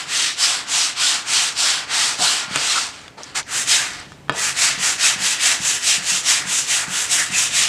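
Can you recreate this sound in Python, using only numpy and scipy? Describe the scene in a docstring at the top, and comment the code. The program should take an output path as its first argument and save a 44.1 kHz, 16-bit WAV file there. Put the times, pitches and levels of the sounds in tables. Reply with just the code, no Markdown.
"""Long, rasping strokes of sandpaper, pad flat, on a slab of hard filler; after a pause, quicker ones
with the pad on its edge. One microphone stands close to the wooden workbench, in a dull little room.
Grit catches and lets go, ringing the slab; the pad sticks and slips into brief squeals.
The pad knocks down with a crack, grit snaps, and the slab rocks on the bench at the turns.
Underneath, the boards rumble with the work, over a faint hiss."""
import sys
import numpy as np
from scipy import signal
from scipy.fft import rfft, irfft
from scipy.io import wavfile

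SR = 44100
rng = np.random.default_rng(int(sys.argv[2]) if len(sys.argv) > 2 else 0)


def generate_wav(signal):
    """Clip the signal to [-1, 1] and save it as 16-bit WAV at the path in sys.argv[1]."""
    frames = np.transpose(np.atleast_2d(signal))
    scaled = np.clip(frames, -1, 1) * 32767
    pcm = np.round(scaled).astype(np.int16)
    wavfile.write(sys.argv[1], SR, pcm)


N = 338688
TIME = np.arange(N) / SR


def from_db(db):
    """Decibels to amplitude."""
    return 10 ** (np.asarray(db) / 20)


def rms_one(x):
    """Scale to rms 1."""
    return x / np.sqrt(np.mean(x ** 2) + 1e-20)


def cut(x, order, hz, kind="low"):
    """Butterworth low-pass or high-pass."""
    return signal.sosfilt(signal.butter(order, hz, kind, fs=SR, output="sos"), x)


def coloured(x, points):
    """Filter by a spectrum of (f/Hz, level/dB) points."""
    hz, db = np.transpose(points)
    bins = np.maximum(np.arange(len(x) // 2 + 1) * SR / len(x), 1)
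    gain = from_db(np.interp(np.log(bins), np.log(hz), db))
    return irfft(rfft(x) * gain, len(x))


def drift(rate_hz):
    """A smooth random wander with rms about 1."""
    step, settle = 40, 2000
    r = np.exp(-2 * np.pi * rate_hz * step / SR)
    noise = rng.standard_normal(N // step + settle + 2)
    slow = signal.lfilter([1], [1, -2 * r, r * r], noise)[settle:]
    return np.interp(np.arange(N) / step, np.arange(len(slow)), rms_one(slow))


def resonance(x, hz, width):
    """Two-pole band-pass, gain 1 at its peak."""
    r, w = np.exp(-np.pi * width / SR), 2 * np.pi * hz / SR
    return signal.lfilter(np.array([1, 0, -1]) * (1 - r * r) / 2, [1, -2 * r * np.cos(w), r * r], x + 1e-18)


def struck(force, modes):
    """A force sets each mode ringing as a decaying sine."""
    out = np.zeros(N)
    for hz, db, t60 in modes:
        r, w = 10 ** (-3 / (t60 * SR)), 2 * np.pi * hz / SR
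        out += from_db(db) * signal.lfilter([0, np.sin(w)], [1, -2 * r * np.cos(w), r * r], force + 1e-18)
    return out


# Noise floor at the microphone: f/Hz, level/dB
HISS_SPECTRUM = [(500, -1), (4000, -1), (8000, 1), (12000, -18), (15000, -26)]

def hiss(level_db):
    """A faint, steady hiss, heard in the pauses."""
    return from_db(level_db) * rms_one(coloured(rng.standard_normal(N), HISS_SPECTRUM))


# Reflections of the room around the bench: f/Hz, level/dB
ROOM_SPECTRUM = [(80, 4), (200, -5), (700, 1.5), (1400, -8), (2400, -2), (4000, -5), (6000, 1),
                 (14000, -35)]

def workshop(x, wet_db, t60_s=0.45):
    """The close, direct sound, followed after 4 ms by a short, dull room tail."""
    t = TIME[:SR // 2]
    tail = coloured(rng.standard_normal(len(t)), ROOM_SPECTRUM)
    tail *= from_db(-60 * t / t60_s) * (t > .004)
    tail /= np.sqrt(np.sum(tail ** 2))
    return x + from_db(wet_db) * signal.fftconvolve(x, tail)[:N]


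# Low mutter of the bench: f/Hz, level/dB
MUTTER_SPECTRUM = [(15, -42), (30, -22), (42, -3), (55, -11), (80, 0), (105, -5), (138, 5.5), (165, -2.5),
                   (210, -5.5), (260, -9.5), (600, -18), (3000, -24), (14000, -46)]
# Its rise and fall: t/s, level/dB
MUTTER_LEVEL = [(0, -52.5), (2.6, -51), (3.1, -50.5), (4.2, -44.5), (5.0, -49.5), (6.9, -49), (7.6, -44)]
# Bands in which the boards thrum under the rubbing: f/Hz, width/Hz, level/dB
THRUM_BANDS = [(283, 72, 0), (413, 12.4, 0.5), (505, 17, -5), (633, 290, -5)]

def bench_rumble(thrum_db, follow_power, resting):
    """The boards mutter under the arm's shifting weight and thrum a little more with each stroke."""
    level_db = np.interp(TIME, *np.transpose(MUTTER_LEVEL))
    mutter = from_db(level_db) * rms_one(coloured(rng.standard_normal(N), MUTTER_SPECTRUM))
    pressure = stroke_gains(FLAT_STROKES + EDGE_STROKES)[:, 0].sum(axis=0)
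    swell = (pressure / pressure.mean() + resting) ** follow_power
    thrum = sum(from_db(db) * resonance(rng.standard_normal(N), hz, width) for hz, width, db in THRUM_BANDS)
    return mutter + from_db(thrum_db) * swell * rms_one(thrum)


# The slab tips against the bench, mostly as a push begins: t/s, level/dB
TIPS = [(.075, -45), (2.191, -33), (2.481, -35), (2.511, -29), (4.122, -40), (4.304, -33.5), (4.777, -32.5),
        (5.16, -32), (5.202, -32), (5.602, -29), (5.98, -32.5), (6.119, -35), (6.454, -33), (6.88, -29.5),
        (7.302, -31)]
# Modes of the bench boards: f/Hz, level/dB, t60/s
BOARD_MODES = [(150, -14, 0.43), (155, -12, 0.42), (185.5, 1, 0.2), (230, -4, .08), (300, -20, 0.089)]

def rocking(bounce_s, bounce_db):
    """The slab tips onto the boards and settles with a weaker bounce."""
    force = np.zeros(N)
    for (s, db), delay_s in zip(TIPS, bounce_s * rng.uniform(0.703, 1.0, len(TIPS))):
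        force[round(s * SR)] += from_db(db)
        force[round((s + delay_s) * SR)] += from_db(db + bounce_db)
    return from_db(-2.5) * struck(force, BOARD_MODES)


# Short, sharp snaps of grit, and the crack and bounce of the pad knocking down: t/s, level/dB, f/Hz
SHARP_SNAPS = [(2.559, -5, 7520), (2.559, -7, 2880), (2.868, -16, 7900), (3.08, -26, 3500),
               (3.2334, -16, 5670), (3.241, -23, 5940), (3.429, -23, 3460), (3.999, -28, 8000),
               (4.12, -36, 7100), (4.2958, -19, 4270), (4.303, -35, 7000), (4.323, -28, 7500)]

def snaps(decay_s, width_hz):
    """Each snap of grit or crack of the pad is a tiny burst of pitched noise."""
    out, t = np.zeros(N), TIME[:1000]
    for s, db, hz in SHARP_SNAPS:
        burst = resonance(rng.standard_normal(len(t)) * np.exp(-t / decay_s), hz, width_hz)
        at = round(s * SR)
        out[at:at + len(t)] += from_db(db) * burst / np.abs(burst).max()
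    return cut(out, 4, 9500)


# The pad or a hand comes down on the slab: t/s, level/dB, hardness/Hz
CONTACTS = [(2.198, -15, 597), (2.56, -11.5, 5020), (3.08, -38, 5000), (4.12, -30, 3000),
            (4.283, -32, 2500), (4.2958, -4.5, 3000), (4.322, -25, 900)]
# Modes of the slab lying on the bench: f/Hz, level/dB, t60/s
KNOCK_MODES = [(88, -34, .12), (144.6, -23, 0.14), (294, -26.5, 0.087), (460, -28, 0.11), (696, -28, 0.11),
               (1010, -24, 0.041), (1270, -14.5, 0.037), (1480, -7, 0.011), (1746, -12.5, 0.036),
               (2230, -16, .01), (2500, -16.5, 0.015), (2820, -16, 0.012), (3240, -13, 0.017),
               (3750, -17, 0.016), (4880, -15, 0.011)]

def knocks(pad_cut_hz, rebound_hz):
    """Each contact is a brief, cushioned push on the slab; a soft one lasts longer and sounds duller."""
    force = np.zeros(N)
    for s, db, hard_hz in CONTACTS:
        push = np.exp(-2 * np.pi * hard_hz * TIME[:400])
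        at = round(s * SR)
        force[at:at + len(push)] += from_db(db) * push / push.sum()
    force = cut(force, 4, pad_cut_hz)
    force = cut(force, 1, rebound_hz, "high")   # the pad springs back
    return -from_db(7.0) * struck(force, KNOCK_MODES)


# Gritty squeals and groans of the pad: centre t/s, f/Hz, width/Hz, level/dB, length/s
STICK_SLIPS = [(.171, 6140, 200, -26, .06), (0.205, 1880, 305, -30, 0.37), (0.443, 4950, 460, -17.5, 0.074),
               (0.447, 1900, 250, -27, 0.075), (0.82, 4995, 151, -25, .06), (1.031, 1460, 80, -30, 0.076),
               (2.12, 1400, 119, -35, 0.045), (2.226, 740, 120, -28.5, 0.1), (2.272, 1420, 110, -27, .04),
               (2.277, 4030, 250, -20, 0.075), (2.71, 4100, 149, -25, 0.085), (2.773, 1340, 202, -22, .05),
               (3.198, 650, 800, -35.5, 0.06), (3.72, 5060, 151, -19, 0.043),
               (3.738, 3800, 150, -18, 0.029), (3.801, 1636, 70, -28, 0.081),
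               (4.705, 2650, 100, -27, 0.056), (5.052, 2650, 120, -22.5, 0.045),
               (5.906, 3190, 105, -25, 0.05), (6.116, 2730, 200, -30, 0.062),
               (6.338, 4720, 90.6, -23, 0.039), (6.724, 2240, 110, -28.5, 0.045),
               (7.207, 1786, 246, -22.5, 0.091), (7.35, 2630, 110, -22, 0.053)]

def squeals():
    """The pad sticks and slips, and one of its resonances swells and fades."""
    out, t = np.zeros(N), TIME[:SR // 4] - 1 / 8
    for s, hz, width, db, length in STICK_SLIPS:
        swell = np.cos(np.pi * np.clip(t / length, -.5, .5))
        voice = resonance(rng.standard_normal(len(t)), hz, width)
        voice = rms_one(cut(voice, 2, min(2 * hz, SR / 3)))   # the pad muffles its top
        at = max(round(s * SR) - len(t) // 2, 0)
        out[at:at + len(t)] += (from_db(db) * swell * voice)[:N - at]
    return out


# How body, rasp and hiss answer the hand, a row each: power of speed, share of the stroke's loss
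HAND_RESPONSE = [(1.28, 0.57), (1.73, 1.0), (2.14, 1.33)]

def stroke_gains(strokes, brake_share=0.63, lean_db=5.0):
    """The hand speeds up, slows and brakes. Gains are indexed [push or pull, register, sample]."""
    power = np.zeros((2, 3, N))
    for start, length, run_up, rasp_db, body_db, hiss_db, loss_db, direction in strokes:
        during = (TIME > start) & (TIME < start + length)
        t = TIME[during] - start
        along, pulling = t / length, int(direction < 0)
        speed = np.sin(np.pi / 2 * np.clip(t / run_up, 0, 1))
        speed *= np.sin(np.pi / 2 * np.clip((1 - along) / brake_share, 0, 1))
        leaning_db = lean_db * (along - .5) * pulling   # the hand bears down late in a pull
        offsets_db = (body_db + leaning_db, 0, hiss_db)
        for register, (exponent, share) in enumerate(HAND_RESPONSE):
            level_db = rasp_db + offsets_db[register] - share * loss_db * (along - .5)
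            power[pulling, register, during] += (speed ** exponent * from_db(level_db)) ** 2
    return np.sqrt(power)


def grit(strength, grains_per_s=9000, spread_db=1.0, fine_db=1.0):
    """Grains catch and let go, more often in a strong stroke, over the steady rub of fine dust."""
    chance = np.clip(grains_per_s * np.sqrt(strength / strength.max()) / SR, 1e-4, 1)
    sizes = from_db(spread_db * np.minimum(rng.exponential(1, N), 5)) * rng.choice([-1, 1], N)
    catches = sizes * (rng.random(N) < chance) / np.sqrt(chance)
    return rms_one(catches) + from_db(fine_db) * rng.standard_normal(N)


def pad_flex(force, low_hz=1004, high_hz=6950, depth=0.15, rate_hz=7, width_share=0.16):
    """The pad flexes as it travels, favouring now one band, now another."""
    bands = np.geomspace(low_hz, high_hz, 10)
    return force + depth * sum(drift(rate_hz) * resonance(force, hz, width_share * hz) for hz in bands)


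def pad_curl(x, start_s, takes_s, depth, hz, width_hz):
    """The pad curls; sound from under it meets the direct sound out of phase and thins one band."""
    curl = np.clip((TIME - start_s) / takes_s, 0, 1)
    return x - depth * curl * resonance(x, hz, width_hz)


# Narrow resonances of the slab under the pad: f/Hz, width/Hz, level/dB re the direct scraping
SLAB_RESONANCES = [(815, 120, -14), (866, 9.7, 0.5), (1216, 15, -9.5), (1405, 8, -1), (1750, 27, -10),
                   (1940, 45, -8), (2030, 39, -40), (2830, 48, -31), (3270, 70, -29), (3820, 60, -16),
                   (4330, 120, -13), (4620, 49, -7)]

def slab_ring(force, wander_db=3.0):
    """The slab's resonances come and go as the pad travels over it."""
    return force + sum(from_db(db + wander_db * drift(8)) * resonance(force, hz, width)
                       for hz, width, db in SLAB_RESONANCES)


def registers(x, body_below_hz=2300, hiss_above_hz=5500):
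    """Split into low body, middle rasp and high hiss, each with rms 1."""
    bins = np.maximum(np.arange(N // 2 + 1) * SR / N, 1)
    low = 1 / (1 + (bins / body_below_hz) ** 12)
    high = 1 / (1 + (hiss_above_hz / bins) ** 12)
    spectrum = rfft(x)
    return [rms_one(irfft(spectrum * band, N)) for band in (low, 1 - low - high, high)]


def scrape(strokes, push_spectrum, pull_spectrum, judder_db, body_rasp_hiss_db):
    """Grit drives pad and slab; the pad sits and sounds differently when pushed and when pulled."""
    gains = stroke_gains(strokes)
    strength = gains[:, 1].sum(axis=0) + 1e-3
    force = slab_ring(pad_flex(grit(strength)))
    grip_db = judder_db * drift(33)   # the pad grips unevenly
    flutters = [from_db(db + grip_db + 0.66 * drift(4)) for db in body_rasp_hiss_db]
    out = np.zeros(N)
    for envelopes, spectrum in zip(gains, (push_spectrum, pull_spectrum)):
        bands = registers(coloured(force, spectrum))
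        out += sum(envelope * flutter * band for envelope, flutter, band in zip(envelopes, flutters, bands))
    return out


# The scraping at close range, for each grip and direction: f/Hz, level/dB
FLAT_PUSH_SPECTRUM = [(260, -38), (450, -12), (577, -14), (730, -4.5), (809, -8), (884, -3.5), (1050, -2),
                      (1260, 1), (1610, 1), (1790, -0.5), (2820, 5), (5950, 3), (8220, 2.5), (11900, -20),
                      (15000, -37)]
FLAT_PULL_SPECTRUM = [(260, -63), (450, -16.5), (631, -8), (730, -3.5), (937, -6), (1020, 0.5), (1290, 0),
                      (1370, 2), (1980, 0), (3030, 11), (5140, 9.5), (6410, 5), (7640, 8.5), (10100, -5.5),
                      (15000, -32)]
EDGE_PUSH_SPECTRUM = [(260, -46), (450, -12), (561, -14.5), (612, -15.5), (763, -6.5), (833, -15),
                      (884, -7), (1260, -3), (1640, 0), (2230, -1), (2580, 3), (4370, -2), (7530, 1.5),
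                      (10500, -12), (15000, -35.5)]
EDGE_PULL_SPECTRUM = [(260, -40), (450, -17), (521, -13.5), (730, -2.5), (821, -10), (884, -4.5),
                      (1190, -0.5), (1840, 4), (3410, -0.5), (3780, 1), (4370, -3), (4780, -1), (7750, 2),
                      (10500, -11.5), (15000, -35)]
# Strokes and small shifts with the pad flat: t/s, length/s, run-up/s, rasp level/dB,
# body/dB re rasp (grows with pressure), hiss/dB re rasp (grows with speed),
# loss/dB along the stroke as the hand slows, direction (+ push, - pull)
FLAT_STROKES = [(-.222, .33, .1, -21.5, -7.5, -1, 7.5, -1), (.053, 0.34, .11, -18, -13.5, -2.5, -4.5, 1),
                (.353, .35, 0.092, -21.5, -6.5, 0, 9, -1), (.65, 0.33, 0.11, -19.5, -10, 0, -3.5, 1),
                (.94, 0.34, 0.099, -19, -9, -1, 2, -1), (1.233, .35, .11, -18.5, -8.5, -0.5, -3.5, 1),
                (1.54, .37, .08, -20, -7.5, -1.5, 6, -1), (1.859, .36, 0.11, -18.5, -6.5, -0.5, -6, 1),
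                (2.165, 0.36, .09, -21, -5.5, 0, 9.5, -1), (2.461, .47, .11, -19.5, -7, -2, -17.5, 1),
                (2.87, 0.38, 0.027, -47, 0, -7, 20.5, 1), (3.17, 0.23, 0.015, -42.5, -2.5, -6, 0, -1),
                (3.343, 0.089, 0.023, -26, -2, 2.5, 2, 1)]
# Strokes with the pad on its edge, running together as the hand swings round: same columns
EDGE_STROKES = [(3.448, .245, 0.2, -22, -3, 5.5, -3.5, 1), (3.654, 0.3, 0.073, -22, -5, -0.5, 17.5, -1),
                (3.8, 0.31, 0.032, -35, 1, -5, 7, -1), (4.0, 0.27, 0.047, -51.5, -2, -9, 6, -1),
                (4.299, 0.28, 0.2, -22.5, -2.5, 4.5, -6, 1), (4.537, 0.29, .11, -20, -4.5, -1.5, 13, -1),
                (4.759, 0.26, 0.094, -22, -5, 0.5, -4.5, 1), (4.97, .24, 0.11, -18, -7.5, -1, 12.5, -1),
                (5.152, .27, .11, -21, -6, 1, -9.5, 1), (5.377, .25, 0.088, -18, -6.5, .5, 4, -1),
                (5.564, .28, 0.12, -22.5, -5.5, 3, -8.5, 1), (5.797, 0.26, .11, -20, -7.5, 1.5, 7, -1),
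                (5.99, .27, 0.12, -22.5, -6.5, 3.5, -11.5, 1), (6.22, .28, 0.1, -19.5, -7, -0.5, 12, -1),
                (6.43, .27, 0.099, -22, -8, 1.5, -8, 1), (6.652, 0.27, 0.083, -22.5, -5.5, 0.5, 11.5, -1),
                (6.847, 0.27, .11, -23, -5, 3, -14, 1), (7.076, 0.29, 0.066, -23, -5.5, 1.5, 11, -1),
                (7.287, .25, 0.098, -19, -8.5, 2, -6, 1), (7.486, 0.3, 0.13, -18.5, -8.5, -1.5, 10.5, -1)]

def sanding():
    """The hand works the slab with the pad flat, then on its edge; late in the work the pad curls."""
    flat = scrape(FLAT_STROKES, FLAT_PUSH_SPECTRUM, FLAT_PULL_SPECTRUM,
                  judder_db=0.36, body_rasp_hiss_db=(0.5, -1.5, -1.3))
    edge = scrape(EDGE_STROKES, EDGE_PUSH_SPECTRUM, EDGE_PULL_SPECTRUM,
                  judder_db=0.8, body_rasp_hiss_db=(-0.5, -0.8, 0.1))
    return pad_curl(flat + edge, start_s=6.1, takes_s=0.56, depth=0.24, hz=4000, width_hz=2600)


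def scene():
    """One microphone close to the slab on the workbench, carried on both channels."""
    scraping = workshop(sanding() + squeals(), wet_db=-22)
    contacts = workshop(knocks(pad_cut_hz=4800, rebound_hz=280), wet_db=-9.5)
    contacts += snaps(decay_s=.0015, width_hz=950)
    contacts += rocking(bounce_s=0.02475, bounce_db=-5)
    contacts = cut(contacts, 2, 85, "high")   # the contacts carry no deep bass
    background = bench_rumble(thrum_db=-45.5, follow_power=0.37, resting=.1) + hiss(level_db=-60)
    mono = background + contacts + scraping
    return np.array([mono, mono])


def record(dry):
    """The highest peaks are rounded just under full scale and the top is cut steeply at 15.4 kHz."""
    rounded = dry / (1 + (dry / .95) ** 8) ** (1 / 8)
    return signal.sosfilt(signal.ellip(12, .05, 90, 15400, fs=SR, output="sos"), rounded)


dry = scene()
out = record(dry)
generate_wav(out)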